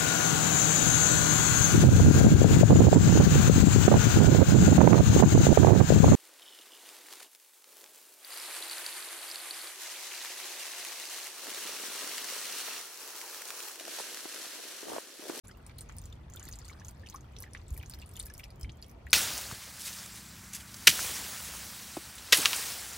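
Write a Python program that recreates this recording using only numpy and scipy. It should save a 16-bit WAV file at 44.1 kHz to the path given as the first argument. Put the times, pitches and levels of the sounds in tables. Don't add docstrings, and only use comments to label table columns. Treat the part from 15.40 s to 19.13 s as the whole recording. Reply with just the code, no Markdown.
import sys
import numpy as np
from scipy import signal
from scipy.fft import rfft, irfft, next_fast_len
from scipy.io import wavfile
from scipy.ndimage import uniform_filter1d

SR = 44100
rng = np.random.default_rng(int(sys.argv[2]) if len(sys.argv) > 2 else 0)


def gain_from_decibels(decibels):
    exponent = np.asarray(decibels, float) / 20
    return 10 ** exponent


def digitize_waveform(pressure):
    field = np.atleast_2d(pressure).T
    bounded = np.clip(field, -1, 1)
    quanta = np.round(bounded * 32767).astype(np.int16)
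    wavfile.write(sys.argv[1], SR, quanta)


N = 164493


def rms_one(x):
    return x / np.sqrt(np.mean(x ** 2) + 1e-20)


def in_time(rows):
    seconds, values = np.transpose(rows)
    return np.interp(np.arange(N) / SR, seconds, values)


def at_hz(points, hz):
    point_hz, values = np.transpose(points)
    return np.interp(np.log(hz), np.log(point_hz), values)


def bandpass(x, low_hz, high_hz, order=2):
    return signal.sosfilt(signal.butter(order, [low_hz, high_hz], "band", fs=SR, output="sos"), x)


def drift(rate_hz):
    step = 40
    pole = np.exp(-2 * np.pi * rate_hz * step / SR)
    white = rng.standard_normal(N // step + 2002)
    slow = signal.lfilter([1], [1, -2 * pole, pole * pole], white)[2000:]
    return np.interp(np.arange(N) / step, np.arange(len(slow)), rms_one(slow))


def add(out, s, sound, pan_db):
    start = int(s * SR)
    sides = gain_from_decibels(np.array([[pan_db / 2], [-pan_db / 2]]))
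    out[:, start:start + len(sound.T)] += sound.T[:max(N - start, 0)].T * sides


def dying(t, attack_s, t60):
    shape = (1 - np.exp(-t / attack_s)) ** 2 * gain_from_decibels(-60 * t / t60)
    return shape / shape.max()


def chirp(hz, t60, rise, attack_s):
    t = np.arange(int((t60 + 4 * attack_s) * SR)) / SR
    phase = 2 * np.pi * hz * (t + rise * t * t / t60)
    return dying(t, attack_s, t60) * np.sin(phase)


def gliding_arch(s, length_s, power):
    along = np.clip((np.arange(N) / SR - s) / length_s, 0, 1)
    return np.abs(np.sin(np.pi * along)) ** power, along


def banded_noise(spectrum, edges, patchy_db, rate):
    # (frequency [Hz], correlation [-1 to 1])
    likeness = [(40, .992), (90, .994), (160, .97), (300, .7), (600, .1), (1000, .2), (2500, 0),
                (12000, .1)]
    out, together = 0, drift(rate / 2)
    white = rng.standard_normal((2, 2, N))
    for k, (low_hz, high_hz) in enumerate(zip(edges, edges[1:])):
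        mid, side = bandpass(white[k % 2], low_hz, high_hz)
        hz = np.sqrt(low_hz * high_hz)
        alike = np.clip(at_hz(likeness, hz), -1, 1)
        flicker_db = patchy_db * (0.21 * together + drift(rate))
        pair = np.sqrt(1 + alike) * mid + np.sqrt(1 - alike) * side * [[1], [-1]]
        out = out + gain_from_decibels(at_hz(spectrum, hz) + flicker_db) * pair
    return rms_one(out)


def grains(per_s, spread_db, cycles, low_hz, high_hz):
    sizes = gain_from_decibels(spread_db * np.minimum(rng.exponential(1, N), 4))
    signs = rng.choice([-1, 1], N)
    impulses = sizes * signs * (rng.random(N) < per_s / SR)
    dealt, out = rng.integers(0, 48, N), np.zeros((2, N))
    for k, hz in enumerate(np.geomspace(low_hz, high_hz, 48)):
        pole = gain_from_decibels(-60 * hz / (cycles * SR))
        w = 2 * np.pi * hz / SR
        share = impulses * (dealt == k) + 1e-18
        rung = signal.lfilter([0, np.sin(w)], [1, -2 * pole * np.cos(w), pole * pole], share)
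        add(out, 0, rung, rng.normal(0, 7.5))
    return rms_one(out)


def stream():
    # (time [s], flow [dB])
    flow = [(0.05, -58), (0.09, -70.5), (0.52, -66), (0.69, -64), (0.95, -92), (1.08, -51), (1.15, -74),
            (1.21, -58), (1.46, -65.5), (1.62, -64), (1.74, -76), (1.91, -66.5), (2.07, -68.5),
            (2.52, -63.5), (2.87, -64.5), (3.04, -75), (3.61, -84.5), (3.73, -67)]
    # (time [s], level [dB])
    gurgle_course = [(0.05, -67), (0.41, -70), (0.84, -72.5), (1.0, -60.5), (1.16, -68.5), (1.3, -63.5),
                     (1.42, -62.5), (1.53, -70), (1.73, -74), (1.98, -68.5), (2.38, -78), (2.55, -65),
                     (2.89, -70.5), (3.02, -74.5), (3.73, -75)]
    patter_gain_db, gurgle_gain_db = -2, -0.5
    flow_db = in_time(flow)
    mean_db = flow_db.mean()
    per_s = 600 * gain_from_decibels(0.5 * (flow_db - mean_db))
    patter = grains(per_s, spread_db=4, cycles=33, low_hz=3300, high_hz=15900)
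    gurgle = grains(380, spread_db=3, cycles=45, low_hz=1040, high_hz=3600)
    patter_db = patter_gain_db + 0.72 * flow_db + 0.32 * mean_db
    return gain_from_decibels(patter_db) * patter + gain_from_decibels(gurgle_gain_db + in_time(gurgle_course)) * gurgle


def outdoor_air():
    # (frequency [Hz], density [dB per Hz])
    air_spectrum = [(88, -31), (150, -4.5), (414, -9), (979, -13), (1450, -23.5), (2220, -21.5),
                    (2700, -27.5), (3350, -27), (6020, -34.5), (12400, -45.5), (16000, -44)]
    air_db, left_db = -59, 1
    sides = gain_from_decibels(air_db + left_db / 2 * np.array([[1], [-1]]))
    edges = 150 * 2 ** np.arange(0, 6.8, 0.45)
    return sides * banded_noise(air_spectrum, edges, patchy_db=1.82, rate=11.7)


def rumble():
    # (time [s], level [dB])
    gusts = [(0.05, -53), (0.61, -47), (1.4, -51), (1.49, -46), (1.53, -50), (2.29, -50), (2.31, -47),
             (2.48, -50), (3.15, -51.5), (3.28, -42.5), (3.33, -52.5), (3.68, -51.5), (3.73, -52.5)]
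    # (frequency [Hz], density [dB per Hz])
    rumble_spectrum = [(12, -49), (20, -35), (36, -4), (59, 3.5), (128, -3.5), (150, -12.5), (226, -16.5),
                       (262, -31), (300, -33), (390, -50), (660, -120)]
    # (time [s], peak level [dB], starting pitch [Hz])
    grip_shifts = [(1.069, -41, 279), (1.119, -37, 55.7), (1.473, -34, 56.7), (2.312, -23.5, 66.6),
                   (2.386, -30.5, 74), (2.83, -34.5, 64), (3.058, -38.5, 59.5), (3.23, -29.5, 60.7),
                   (3.264, -34, 62.5), (3.645, -36.5, 70.6)]
    attack_cycles, decay_cycles, thump_gain_db = 0.76, 3.94, -3.5
    edges = 20 * 2 ** np.arange(0, 4.1, 0.4)
    out = gain_from_decibels(in_time(gusts)) * banded_noise(rumble_spectrum, edges, patchy_db=0.5, rate=1.5)
    for s, db, hz in grip_shifts:
        thump = chirp(hz, decay_cycles / hz, -0.069, attack_cycles / hz)
        add(out, s, -gain_from_decibels(db + thump_gain_db) * thump, 0)
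    return out


def glides():
    # (time [s], length [s], from [Hz], to [Hz], level before flutter [dB])
    pockets = [(.062, .07, 1270, 2250, -64), (1.729, .017, 870, 1030, -56), (1.746, .026, 1130, 1330, -53),
               (3.29, .014, 2900, 5200, -57)]
    out, flutter = np.zeros((2, N)), gain_from_decibels(3.5 * drift(70.0))
    for s, length_s, from_hz, to_hz, db in pockets:
        arch, along = gliding_arch(s, length_s, 0.32)
        hz = from_hz * (to_hz / from_hz) ** along
        out += gain_from_decibels(db) * flutter * arch * np.sin(2 * np.pi * np.cumsum(hz) / SR)
    return out


def drops():
    # (time [s], peak level [dB], starting ring pitch [Hz], bright splash re peak [dB])
    landings = [(0.0716, -56.5, 6900, 1), (0.0814, -44, 10350, -13), (0.113, -50.5, 5100, -33),
                (0.172, -52.5, 14300, -23), (0.2649, -42.5, 8700, -15), (0.3836, -40.5, 9600, -6),
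                (0.387, -43, 4140, -30), (0.4085, -36, 8370, -36), (0.4144, -45, 9300, -26),
                (0.49, -48.5, 6470, -27.0), (0.5225, -54.5, 7000, -6.5), (0.566, -42, 15000, -17),
                (0.5837, -47, 7100, 1), (0.6158, -50, 6800, -7), (0.6387, -49, 5900, -9),
                (0.6557, -43, 7230, -16), (0.7263, -51, 3420, -9), (0.8994, -51.5, 6400, -9),
                (0.9218, -52.5, 6750, -31), (0.9365, -42, 6930.0, -21.0), (0.9602, -41, 13610.0, -10),
                (0.9713, -45, 3490, -32), (0.996, -42, 6630, -11), (1.0284, -40.5, 7000, -20),
                (1.038, -47, 11330.0, -10), (1.053, -43.5, 7200, -10), (1.068, -51, 6400, -15),
                (1.0799, -48, 4550, -20), (1.087, -45, 11500, 2.5), (1.1134, -45, 6540, -30),
                (1.1258, -37.5, 6400, -33), (1.1362, -42.5, 4660, -26), (1.156, -43.5, 7500, -12),
                (1.188, -42, 6900, -15), (1.252, -43.5, 7900, -18), (1.2808, -48, 8700, -11),
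                (1.2859, -44, 6400, -24), (1.3028, -48, 6840, -19), (1.3286, -51, 4000, -24),
                (1.398, -48.5, 5900, -30), (1.4482, -42, 6300, -22), (1.454, -47, 15160.0, -18),
                (1.468, -53, 7660, -7), (1.483, -38, 6640, -26), (1.4874, -47.5, 10500, -15),
                (1.5097, -52, 14800, -9), (1.664, -49, 5700, -22), (1.671, -53, 9200, -7),
                (1.6874, -45.5, 4630, -12), (1.6987, -40, 6200, -12.5), (1.7286, -53, 3970, -26.0),
                (1.741, -47, 15330.0, -9), (1.7484, -46.5, 10900, -17), (1.7601, -41.5, 5970, -24),
                (1.808, -52, 6290.0, -11), (1.9648, -48, 3920, -7), (1.9861, -44, 5640, -10.5),
                (2.0032, -38.5, 11160, -10), (2.023, -45.5, 5680.0, -4), (2.031, -49.5, 4160, -3.5),
                (2.1334, -49.0, 5750, -2), (2.1754, -51, 5900, -29), (2.2815, -47.5, 7740, -20),
                (2.305, -50.5, 6760, -5), (2.327, -53, 13910.0, -9), (2.337, -49, 8200, -19),
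                (2.343, -43.5, 11600, -19), (2.367, -49, 11500, -9), (2.3761, -39, 11300, -8),
                (2.394, -60, 11670.0, 0), (2.428, -55.5, 6000, -6), (2.4604, -47, 6300, -19),
                (2.497, -39, 8700, -6.5), (2.5104, -49, 4600, -9), (2.5212, -48.5, 5000.0, -21.0),
                (2.5369, -42.0, 4330, -11), (2.5457, -47.5, 13900, -8), (2.588, -54, 11400, -6),
                (2.598, -51, 4870, -14), (2.616, -51.5, 4600, -4), (2.619, -52, 3400, -20),
                (2.6608, -47, 9560.0, -20), (2.691, -50, 9300, -7), (2.713, -49.5, 8200, -16),
                (2.7365, -47, 13700.0, -9), (2.7552, -54, 3480, -1), (2.759, -49.5, 3550, -8),
                (2.766, -41.5, 6900, -8), (2.793, -40, 10900, -12), (2.797, -39, 10590.0, -1),
                (2.803, -40, 4200, -20), (2.814, -50, 6130, -24), (2.8268, -42, 8300, -9),
                (2.854, -42, 13100, -25), (2.8575, -38, 12400.0, -11.5), (2.8663, -41.5, 10100, -12),
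                (2.9, -51.5, 9100, -4), (2.938, -44.5, 9300, -4), (2.95, -50, 5270, -20.0),
                (2.9704, -55, 13480.0, -7), (2.9785, -41, 15460.0, -8), (2.992, -45.5, 8900, -12),
                (2.997, -45, 13350.0, -14), (3.0398, -41.5, 5300, -14), (3.1043, -50, 4700, -14),
                (3.158, -62.5, 7000, -3.5), (3.197, -51, 11200, -21), (3.211, -45, 7640, -5),
                (3.2307, -45.5, 5160, -4.5), (3.2959, -53.5, 3660, -36.0), (3.3192, -52.5, 6250, -36),
                (3.355, -67, 14500, -9), (3.371, -60, 7100, -9), (3.417, -54, 10600, -14),
                (3.4252, -40.5, 4660, -14), (3.4435, -53, 3250, -8), (3.464, -58, 8800, -7),
                (3.482, -54, 14300, -10.5), (3.495, -54.5, 5900, -10), (3.499, -51, 15000, -14),
                (3.513, -54, 14500, -8), (3.666, -61.5, 12300, -1), (3.685, -65, 10000, -1),
                (3.7, -48.5, 4500, -28), (3.7056, -47, 8900, -4.5), (3.7168, -42.5, 5400, -12)]
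    ring_cycles, ring_rise, ring_attack_s, ring_gain_db = 21.8, 0.027, 0.0004, 4
    splash_t60_s, splash_gain_db, splash_low_hz = 0.0063, 10.5, 5000
    spray_t60_s, spray_db = 0.088, -25.5
    colour_db, halo_db = 7.5, -14.5
    out, t = np.zeros((2, N)), np.arange(int(0.09 * SR)) / SR
    edges = np.geomspace(splash_low_hz, 17000, 6)
    burst_shape = dying(t, 0.00067, splash_t60_s) + gain_from_decibels(spray_db) * dying(t, 0.0057, spray_t60_s)
    halo_shape = dying(t, 0.00022, spray_t60_s)
    for (s, db, hz, splash_db), white in zip(landings, rng.standard_normal((len(landings), 4, len(t)))):
        pan_db, colour = white[2, 0], gain_from_decibels(colour_db * white[2, 1:6])
        ring = chirp(hz, ring_cycles / hz, ring_rise, ring_attack_s)
        add(out, s, gain_from_decibels(db + ring_gain_db) * ring, pan_db)
        burst = (white[0] + 0.41 * white[3] * [[1], [-1]]) * burst_shape
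        bands = [g * bandpass(burst, low, high) for g, low, high in zip(colour, edges, edges[1:])]
        splash = sum(bands) / np.sqrt(np.mean(colour ** 2))
        near_ring = bandpass(white[1], 0.6 * hz, 1.41 * hz, order=1)
        halo = gain_from_decibels(halo_db) * rms_one(near_ring) * halo_shape
        add(out, s, gain_from_decibels(db) * (gain_from_decibels(splash_db + splash_gain_db) * splash + halo), pan_db)
    return out


def bubbles():
    # (time [s], peak level [dB], starting pitch [Hz],
    # cycles to die away, at least 5 [count], left over right [dB])
    trapped_air = [(0.0941, -53.5, 1480, 20, -1), (0.111, -58, 3170, 25, 0), (0.148, -62.5, 2700, 40, -3),
                   (0.2954, -54.5, 2240, 25, -4), (0.4943, -49.5, 1320, 14, 4),
                   (0.7241, -54.5, 3500, 46, 2), (0.9707, -64, 3340, 13, 9), (1.004, -56, 2900, 17, -11),
                   (1.0074, -58.5, 1510.0, 24, 4), (1.052, -60.5, 1700, 31, 5),
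                   (1.0676, -56, 1940, 16, -2.0), (1.0897, -51, 1730, 20.0, -1),
                   (1.297, -47.5, 2180, 60, 2), (1.3135, -53.5, 1100, 14, 8), (1.3314, -57.5, 1260, 11, 7),
                   (1.4158, -51.5, 1690, 31, -1), (1.427, -67, 1660, 22, 2), (1.634, -54, 1750, 84, 0),
                   (1.661, -49.5, 2980, 20, 3), (1.67, -45, 2500, 10, -2), (1.7239, -56.0, 3170, 20, 11),
                   (1.7433, -41, 1060, 26, 2.5), (1.781, -59, 1220, 20.0, 3.0),
                   (1.9644, -51.5, 3230, 13, -12), (2.0212, -59, 1070, 22, 9), (2.038, -43, 1900, 15, -1),
                   (2.063, -54.5, 1770.0, 31, -2), (2.0757, -56, 1720, 38, -1.0),
                   (2.1495, -36.5, 1770, 6.4, -3), (2.164, -56, 2140, 22, -3), (2.1571, -63, 1730, 24, 2),
                   (2.3634, -54.5, 2230, 24, 3.0), (2.377, -58, 1800, 30, -2), (2.399, -54, 2970, 35, 3),
                   (2.412, -50.5, 2260, 15, 0), (2.431, -49.5, 2350, 43, -1), (2.623, -48.5, 2650, 33, -5),
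                   (2.633, -53.5, 2530, 22, 8), (2.757, -52, 3400, 28, -6), (2.772, -47, 2990, 39, 5),
                   (2.796, -56, 2080, 24, 4), (2.799, -42.5, 3600, 49, -1), (2.813, -54, 3540, 22, -1.0),
                   (2.865, -60.5, 1650, 59, -2), (2.881, -60, 2380, 47, 3), (2.9, -51.5, 1670, 73, -1),
                   (2.9952, -45.5, 2170, 19, 6), (3.0047, -47.5, 2330, 13, -2),
                   (3.037, -44.5, 2770, 10, 1.0), (3.058, -64, 2550, 23, 1), (3.245, -46, 2160, 28, 1),
                   (3.2942, -42.5, 3000, 11, 2.5), (3.6676, -44, 1820, 26, 2), (3.6766, -53, 1920, 21, 0)]
    rise, attack_cycles, ring_gain_db = 0.077, 1.9, 3.5
    knock_db, knock_t60_s = -9, 0.038
    out, t = np.zeros((2, N)), np.arange(int(0.043 * SR)) / SR
    noises = rng.standard_normal((len(trapped_air), len(t)))
    for (s, db, hz, cycles, pan_db), white in zip(trapped_air, noises):
        ring = chirp(hz, max(cycles, 5) / hz, rise, attack_cycles / hz)
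        add(out, s, gain_from_decibels(db + ring_gain_db) * ring, pan_db)
        knock = rms_one(bandpass(white, 0.75 * hz, 1.5 * hz)) * dying(t, 0.00038, knock_t60_s)
        add(out, s, gain_from_decibels(db + knock_db) * knock, pan_db)
    return out


def slaps():
    # (time [s], level [dB], low edge of crack [Hz], high edge of crack [Hz])
    heavy_drops = [(0.2949, -50.5, 450, 3700), (0.4949, -47.5, 500, 3460), (2.148, -45, 870, 4400),
                   (2.195, -56, 1200, 3530), (2.4275, -49.5, 1000, 4250), (2.5358, -51.5, 800, 3600),
                   (2.898, -53.5, 800, 3800), (3.0341, -49.5, 1820, 3700)]
    crack_t60_s, tail_db, tail_t60_s, apart = 0.011, -10, 0.13, 0.89
    out, t = np.zeros((2, N)), np.arange(int(0.07 * SR)) / SR
    noises = rng.standard_normal((len(heavy_drops), 4, len(t)))
    for (s, db, low_hz, high_hz), white in zip(heavy_drops, noises):
        pair = white[0] + apart * white[1] * [[1], [-1]]
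        crack = rms_one(bandpass(pair, low_hz, high_hz)) * dying(t, 0.00033, crack_t60_s)
        tail = bandpass(pair[::-1, ::-1], 1.3 * low_hz, 0.7 * high_hz)
        lumps = gain_from_decibels(6.7 * rms_one(uniform_filter1d(white[2], size=90)))
        tail = rms_one(tail * lumps) * dying(t, 0.002, tail_t60_s)
        add(out, s, gain_from_decibels(db) * (crack + gain_from_decibels(tail_db) * tail), white[3, 0])
    return out


def bird():
    # (time [s], length [s], mean pitch [Hz], level before flutter [dB])
    whistles = [(3.08, .045, 2000, -72), (3.1, .02, 2370, -63), (3.185, .1, 3120, -67),
                (3.32, .05, 3170, -71), (3.38, .04, 3400, -73), (3.45, .07, 2230, -72)]
    out = np.zeros((2, N))
    waver, flutter = 1 + 0.01 * drift(25.0), gain_from_decibels(4 * drift(60.0))
    for s, length_s, hz, db in whistles:
        arch, _ = gliding_arch(s, length_s, 0.5)
        out += gain_from_decibels(db) * flutter * arch * np.sin(2 * np.pi * hz * np.cumsum(waver) / SR)
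    return out


def echoes(x):
    # (delay on the left [s], level re direct sound [dB])
    reflections = [(.0011, -20), (.0025, -11.5), (.0047, -11.5), (.0083, -15.5)]
    out = x.copy()
    for k, (s, db) in enumerate(reflections):
        for side, stretch in enumerate((1, 1.3)):
            lag = int(s * stretch * SR)
            out[side, lag:] += gain_from_decibels(db) * (-1) ** (k * side) * x[side, :-lag]
    return out


def microphone_ports(x):
    # (frequency [Hz], lead of left over right [radians])
    port_phase = [(300, -2.5), (3400, 0.82), (5000, -1.43), (7000, -0.97), (12000, -1.4), (16000, -2)]
    size = next_fast_len(N + 4096)
    spectrum = rfft(x, size)
    hz = np.maximum(np.arange(spectrum.shape[1]) * SR / size, 1)
    half_lead = at_hz(port_phase, hz) / 2
    return irfft(spectrum * np.exp(1j * half_lead * [[1], [-1]]), size)[:, :N]


def scene():
    water = stream() + glides() + drops() + bubbles() + slaps()
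    return microphone_ports(echoes(water)) + outdoor_air() + rumble() + bird()


def band_limit(x):
    return signal.sosfilt(signal.butter(12, 16800, fs=SR, output="sos"), x)


def record(dry):
    start_s, fade_s, stop_hz = 0.032, 0.016, 16900
    fade = np.clip((np.arange(N) / SR - start_s) / fade_s, 0, 1) ** 2
    low_pass = signal.cheby2(10, 60, stop_hz, fs=SR, output="sos")
    mix = fade * signal.sosfilt(low_pass, dry)
    return band_limit(mix)


dry = scene()
out = record(dry)
digitize_waveform(out)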